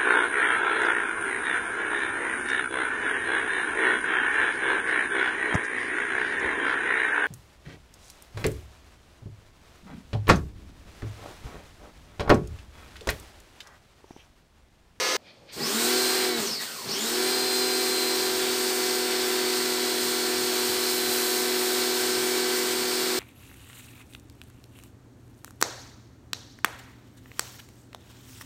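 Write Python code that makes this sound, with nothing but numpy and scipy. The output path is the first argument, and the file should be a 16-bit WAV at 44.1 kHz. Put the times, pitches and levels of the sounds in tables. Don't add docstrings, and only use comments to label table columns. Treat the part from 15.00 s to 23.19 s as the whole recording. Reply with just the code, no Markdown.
import sys
import numpy as np
from scipy import signal
from scipy.fft import rfft, irfft, next_fast_len
from scipy.io import wavfile
from scipy.ndimage import uniform_filter1d

SR = 44100
rng = np.random.default_rng(int(sys.argv[2]) if len(sys.argv) > 2 else 0)


def bounce(signal):
    frames = np.transpose(np.atleast_2d(signal))
    limited = np.clip(frames, -1, 1)
    pcm = np.round(limited * 32767).astype(np.int16)
    wavfile.write(sys.argv[1], SR, pcm)


N = 361179

FULL_SPEED_HZ = 370
PINION, WHEEL = 11, 50
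GEAR = PINION / WHEEL
PARTNER = 58
BARS = 22


def undb(db):
    return 10 ** (np.asarray(db) / 20)


def curve(rows, off=None):
    t, *columns = np.transpose(rows)
    return [np.interp(np.arange(N) / SR, t, column, off, off) for column in columns]


def noise(colour, lo_hz=0., hi_hz=SR):
    hz, db = np.transpose(colour)
    size = next_fast_len(N)
    f = np.arange(1, size // 2 + 2) * SR / size
    gain = undb(np.interp(np.log(f), np.log(hz), db, -90, -90))
    in_band = (f > lo_hz) & (f < hi_hz)
    gain = gain / np.sqrt(2 * np.sum(gain[in_band] ** 2) / size)
    return irfft(rfft(rng.standard_normal(size)) * gain, size)[:N]


def walk(rate):
    k = int(SR / rate)
    steps = np.repeat(rng.standard_normal(N // k + 1), k)
    return 1.49 * uniform_filter1d(uniform_filter1d(steps, k), k)[:N]


def speed_level(speed):
    return 20 * np.log10(np.maximum(speed / FULL_SPEED_HZ, .1))


# t/s, level/dB
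FLOW = [(.5, -70), (.536, -51), (.63, -44), (.674, -38), (.84, -33), (1.26, -36), (1.35, -42.5),
        (1.404, -37.5), (1.49, -42), (1.59, -48.5), (1.616, -40), (1.684, -45.5), (1.87, -47.5),
        (1.92, -43), (2.09, -36.5), (2.4, -37)]


def washer():
    speed = shaft()
    turns = np.cumsum(speed * (1 + 0.00037 * walk(30))) / SR
    unsettled = np.clip(np.abs(1 - speed / 373) * 9 - .1, 0, 1)
    jet_db, = curve(FLOW)
    spraying, = curve([(.515, 0.23), (.53, 0.99)])
    spinning, = curve([(.545, 0.13), (.57, 0.94)])
    motor = spinning * (hum(speed, turns) + whines(speed, turns, unsettled))
    smear = np.clip(.05 + .85 * unsettled, 0, 1)
    motor = np.sqrt(1 - smear ** 2) * motor + echoes(smear * motor)
    broadband = rattle(speed, turns, jet_db) + ring(speed, jet_db)
    broadband = broadband + jet(jet_db) + splash() + rumble(speed, spinning)
    return motor + spraying * broadband


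# on t/s, off t/s (the last at the very end)
POWER = [(.54, 1.39), (1.84, 8.19)]
# t/s, f/Hz (turns a second)
LOADED_SPEED = [(1.0, 379), (1.2, 376.3), (1.28, 372.8), (1.33, 365), (1.4, 345), (1.83, 380), (2.4, 378.8),
                (2.6, 376.7), (2.95, 374.7), (4.1, 371.4), (4.45, 371), (4.75, 369.3), (6.1, 369.2),
                (6.95, 370.2)]
RUN_UP_S, COAST_S = .1, .31


def shaft():
    s = np.arange(N) / SR
    loaded, = curve(LOADED_SPEED)
    speed = np.zeros(N)
    for on, off in POWER:
        i, j = int(on * SR), min(int(off * SR), N - 1)
        speed[i:] = loaded[i:] + (speed[i] - loaded[i]) * np.exp((on - s[i:]) / RUN_UP_S)
        speed[j:] = speed[j] * np.exp((off - s[j:]) / COAST_S)
    return speed


# multiple of the pump shaft, level/dB
PUMP = [(0.99, -71.5), (3.007, -41), (3.99, -42), (4.986, -42), (5.99, -41.5), (8.04, -58), (9.01, -44.5),
        (10.97, -55.5), (12.01, -50), (13.92, -51.5), (16.08, -56.5), (16.95, -48), (17.94, -53.5),
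        (19, -45.5), (19.85, -53), (21.02, -51), (22.08, -51.5), (24.1, -53), (24.87, -48.5), (27.85, -47),
        (28.96, -53), (30.1, -62), (31, -76), (38.1, -52.5), (39.5, -59), (41.8, -48.5), (44.15, -53),
        (46.5, -55), (46, -52), (50.6, -55), (54.9, -46), (56, -47), (64.3, -50), (65, -52), (66.6, -52)]
# multiple of the motor shaft, level/dB
MOTOR = [(1, -31), (12, -49.5), (13, -54)]
# t/s, level/dB (gain of the hum)
LOAD = [(.54, 3), (.6, 5.5), (.69, -2), (.85, 1.5), (.93, 3.5), (1.1, 0), (1.34, 2), (1.44, -2),
        (1.6, -13.5), (1.82, -12), (1.86, 1.5), (1.92, -5), (2.09, -3), (2.19, 2), (2.4, 0.1)]


def hum(speed, turns):
    load_db, = curve(LOAD)
    pump = tones(speed, turns, PUMP, GEAR, waver_db=.6, waver_rate=5)
    motor = tones(speed, turns, MOTOR, 1, waver_db=.7, waver_rate=4)
    return undb(load_db) * (speed / FULL_SPEED_HZ) ** 1.22 * (pump + motor)


def tones(speed, turns, orders, ratio, waver_db, waver_rate):
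    out, coarse = 0, slice(None, None, 64)
    for k, db in orders:
        multiple = k * ratio
        lit = casing(multiple * speed[coarse]) / casing(multiple * FULL_SPEED_HZ)
        lit = np.interp(np.arange(N), np.arange(N)[coarse], lit)
        level = undb(db + waver_db * multiple ** .5 * walk(waver_rate))
        out = out + level * lit * np.sin(2 * np.pi * (multiple * turns + rng.random()))
    return np.sqrt(2) * out


# f/Hz, width f/Hz, level/dB
CASING = [(223, 11, 20), (372.2, 12.6, 19), (418, 35, 19), (757, 18, 9.5), (1110, 35, 6), (4450, 280, 12.5),
          (5230, 280, 12)]


def casing(hz):
    peaks = sum(undb(db) ** 2 / (1 + (2 * (hz - f) / width) ** 2) for f, width, db in CASING)
    return np.sqrt(1 + peaks)


def through_casing(x):
    size = next_fast_len(N)
    return irfft(rfft(x, size) * casing(np.arange(size // 2 + 1) * SR / size), size)[:N]


# t/s, level/dB
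MESH = [(.55, -56), (.68, -36.5), (.95, -37), (1.05, -33), (1.3, -38), (1.45, -40), (1.57, -50),
        (1.62, -40), (1.66, -53), (1.83, -49), (1.88, -53), (1.96, -40.5), (2.2, -41), (2.27, -33.5),
        (2.6, -32), (2.8, -35.5), (3.0, -31.5), (3.4, -42), (3.8, -50), (4.4, -44.5), (4.9, -38.5),
        (5.5, -41), (6.0, -35.5), (6.7, -42.5), (8.19, -43)]
PATCHY_DB = 4.5
# level/dB at full speed, level/dB more per extra turn a second
PARTNER_LAW = (-50, 2.1)
BARS_LAW = (-51.5, 1.4)
BARS_GLIDE_DB, BARS_FADE = -37, 1.35


def whines(speed, turns, unsettled):
    mesh_db, = curve(MESH)
    mesh_db = mesh_db + PATCHY_DB * unsettled * walk(18)
    speed_db = speed_level(speed)
    extra = np.clip(speed - FULL_SPEED_HZ, 0, 6)
    partner_db = PARTNER_LAW[0] + PARTNER_LAW[1] * extra + speed_db
    bars_db = BARS_LAW[0] + BARS_LAW[1] * extra
    bars_db = bars_db + unsettled * (BARS_GLIDE_DB + BARS_FADE * speed_db - bars_db)
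    mesh = rough_whine(turns, PINION, mesh_db, 300, 0.14 + 3 * unsettled)
    partner = rough_whine(turns, PARTNER * GEAR, partner_db, 200, 0.3 + 3 * unsettled)
    bars = rough_whine(turns, BARS, bars_db, 700, .3 + 2.5 * unsettled)
    return mesh + partner + through_casing(bars)


def rough_whine(turns, multiple, db, blur_hz, blur):
    shake = 1 + blur * (walk(blur_hz) + 1j * walk(blur_hz))
    level = undb(db) * np.sqrt(2 / (1 + 2 * blur ** 2))
    return level * np.real(shake * np.exp(2j * np.pi * multiple * turns))


YARD_T60_S = .3


def echoes(x):
    s = np.arange(SR // 2) / SR
    tail = rng.standard_normal(len(s)) * np.exp(-np.log(1000) * s / YARD_T60_S)
    return signal.fftconvolve(x, tail / np.sqrt(np.sum(tail ** 2)))[:N]


# f/Hz, level/dB per Hz
RATTLE = [(120, -22), (190, -11), (230, -2), (400, -1), (560, -3), (750, -1), (1500, -1.5), (2600, -2),
          (4000, -0.5), (5200, -38)]
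RATTLE_LAW = (-35, 0.81, .25)
RING_LAW = (-35.5, 0.68, .05)
STEADY_JET_DB = -37


def running_level(law, speed, jet_db):
    db, share, power = law
    return db + share * (jet_db - STEADY_JET_DB) + power * speed_level(speed)


def rattle(speed, turns, jet_db):
    throb = 1 + 0.13 * np.cos(2 * np.pi * 3 * GEAR * turns) + 0.048 * np.cos(2 * np.pi * GEAR * turns)
    level = undb(running_level(RATTLE_LAW, speed, jet_db) + 0.54 * walk(12))
    return throb * level * noise(RATTLE, 540, 3340)


# f/Hz, level/dB per Hz
RING = [(3000, -47), (3600, -19), (4300, 1), (4850, -4), (5300, -4), (5900, -10.5), (7000, -12.5)]
SQUEAL_SHARE = 0.38


def ring(speed, jet_db):
    squeal = casing(BARS * speed) ** SQUEAL_SHARE
    return squeal * undb(running_level(RING_LAW, speed, jet_db) + 1.0 * walk(14)) * noise(RING)


# f/Hz, level/dB per Hz
JET = [(2500, -36), (5000, -1), (6500, -0.5), (8500, 4), (9200, 0.5), (10200, -8), (12000, -4),
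       (14500, -2.5), (16000, -5.5)]


def jet(jet_db):
    return undb(jet_db + 0.5 * walk(15)) * noise(JET, 8950, 15700)


# t/s, level/dB
SPLASH = [(5.2, -56), (5.55, -41), (5.75, -34.5), (6.27, -35.5), (6.42, -38), (7.0, -41), (7.4, -58)]
# f/Hz, level/dB per Hz
SPLASH_COLOUR = [(4000, -20), (7000, -2), (10000, -2.5), (13000, 0), (16000, -3)]


def splash():
    splash_db, = curve(SPLASH, -120)
    return undb(splash_db + 1.8 * walk(12)) * noise(SPLASH_COLOUR)


# t/s, level/dB
LOW_BUMPS = [(.578, -47), (1.404, -50), (1.865, -47), (5.39, -54), (5.7, -49), (6.08, -46)]
# f/Hz, level/dB per Hz
RUMBLE = [(18, -60), (30, -45), (45, -20), (80, 0), (110, 1), (160, 0.5), (210, 5), (280, -16)]
BUMP_S, RUMBLE_DB = 0.024, -58


def rumble(speed, spinning):
    s = np.arange(N) / SR
    shaking = undb(RUMBLE_DB + speed_level(speed) + 3.2 * walk(12)) * spinning
    bumps = sum(undb(db) * np.exp(-((s - at) / BUMP_S) ** 2) for at, db in LOW_BUMPS)
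    return (shaking + bumps) * noise(RUMBLE)


# f/Hz, level/dB
CLOSE_TONES = [(516.8, -38), (1023, -41.5), (1249, -39), (1707, -38), (1933, -45), (2046, -42), (2159, -40),
               (2842, -45), (3801, -50), (4037, -47), (4544, -40.5), (4947, -49), (5173, -51), (5889, -54),
               (6223, -45), (6417, -51)]
# f/Hz, level/dB per Hz
CLOSE_NOISE = [(60, -38), (250, -10.5), (340, 2), (450, 6), (600, -1), (1300, -2.5), (4500, -2),
               (6200, -1.5), (7000, -10), (9000, -10), (10500, -22), (13000, -17), (16000, -23)]
CLOSE_DB, CLOSE_END_S = -27, .168


def close_run():
    s = np.arange(N) / SR
    whine = 0
    for hz, db in CLOSE_TONES:
        whine = whine + undb(db) * np.sqrt(2) * np.sin(2 * np.pi * (hz * s + rng.random()))
    cut = np.clip((CLOSE_END_S - s) / 0.0011, 0, 1)
    return cut * (whine + undb(CLOSE_DB) * noise(CLOSE_NOISE))


# f/Hz, level/dB per Hz
YARD = [(24, -47), (40, -36), (96, -1), (402, -4.5), (570, -0.5), (918, -10), (1020, -12), (1240, -15),
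        (1340, -15), (5050, -23), (6020, -24), (14800, -41), (16000, -55)]
YARD_DB = -56


def yard():
    return undb(YARD_DB + 0.7 * walk(9)) * noise(YARD) + scuffs()


# peak t/s, level/dB, rise dB/s, fall dB/s
SCUFF = [(.28, -51.5, 280, 130), (.495, -47.5, 700, 5)]
# f/Hz, level/dB per Hz
SCUFF_COLOUR = [(710, -42), (1200, -18), (2120, -7), (2420, 0), (2720, -14), (3270, -4), (3790, -8),
                (4530, -5.5), (7000, -30), (9100, -56), (15400, -120)]
SCUFF_END_S = 0.65


def scuffs():
    s = np.arange(N) / SR
    envelope = 0
    for at, db, rise, fall in SCUFF:
        envelope = envelope + undb(db - np.where(s < at, rise * (at - s), fall * (s - at)))
    envelope = envelope * np.clip((SCUFF_END_S - s) / .04, 0, 1)
    return envelope * undb(1.9 * walk(37)) * noise(SCUFF_COLOUR)


def scene():
    return np.tile(close_run() + washer() + yard(), (2, 1))


TOP_HZ = 15500


def record(dry):
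    return signal.sosfilt(signal.ellip(16, .2, 80, TOP_HZ, fs=SR, output="sos"), dry)


dry = scene()
out = record(dry)
bounce(out)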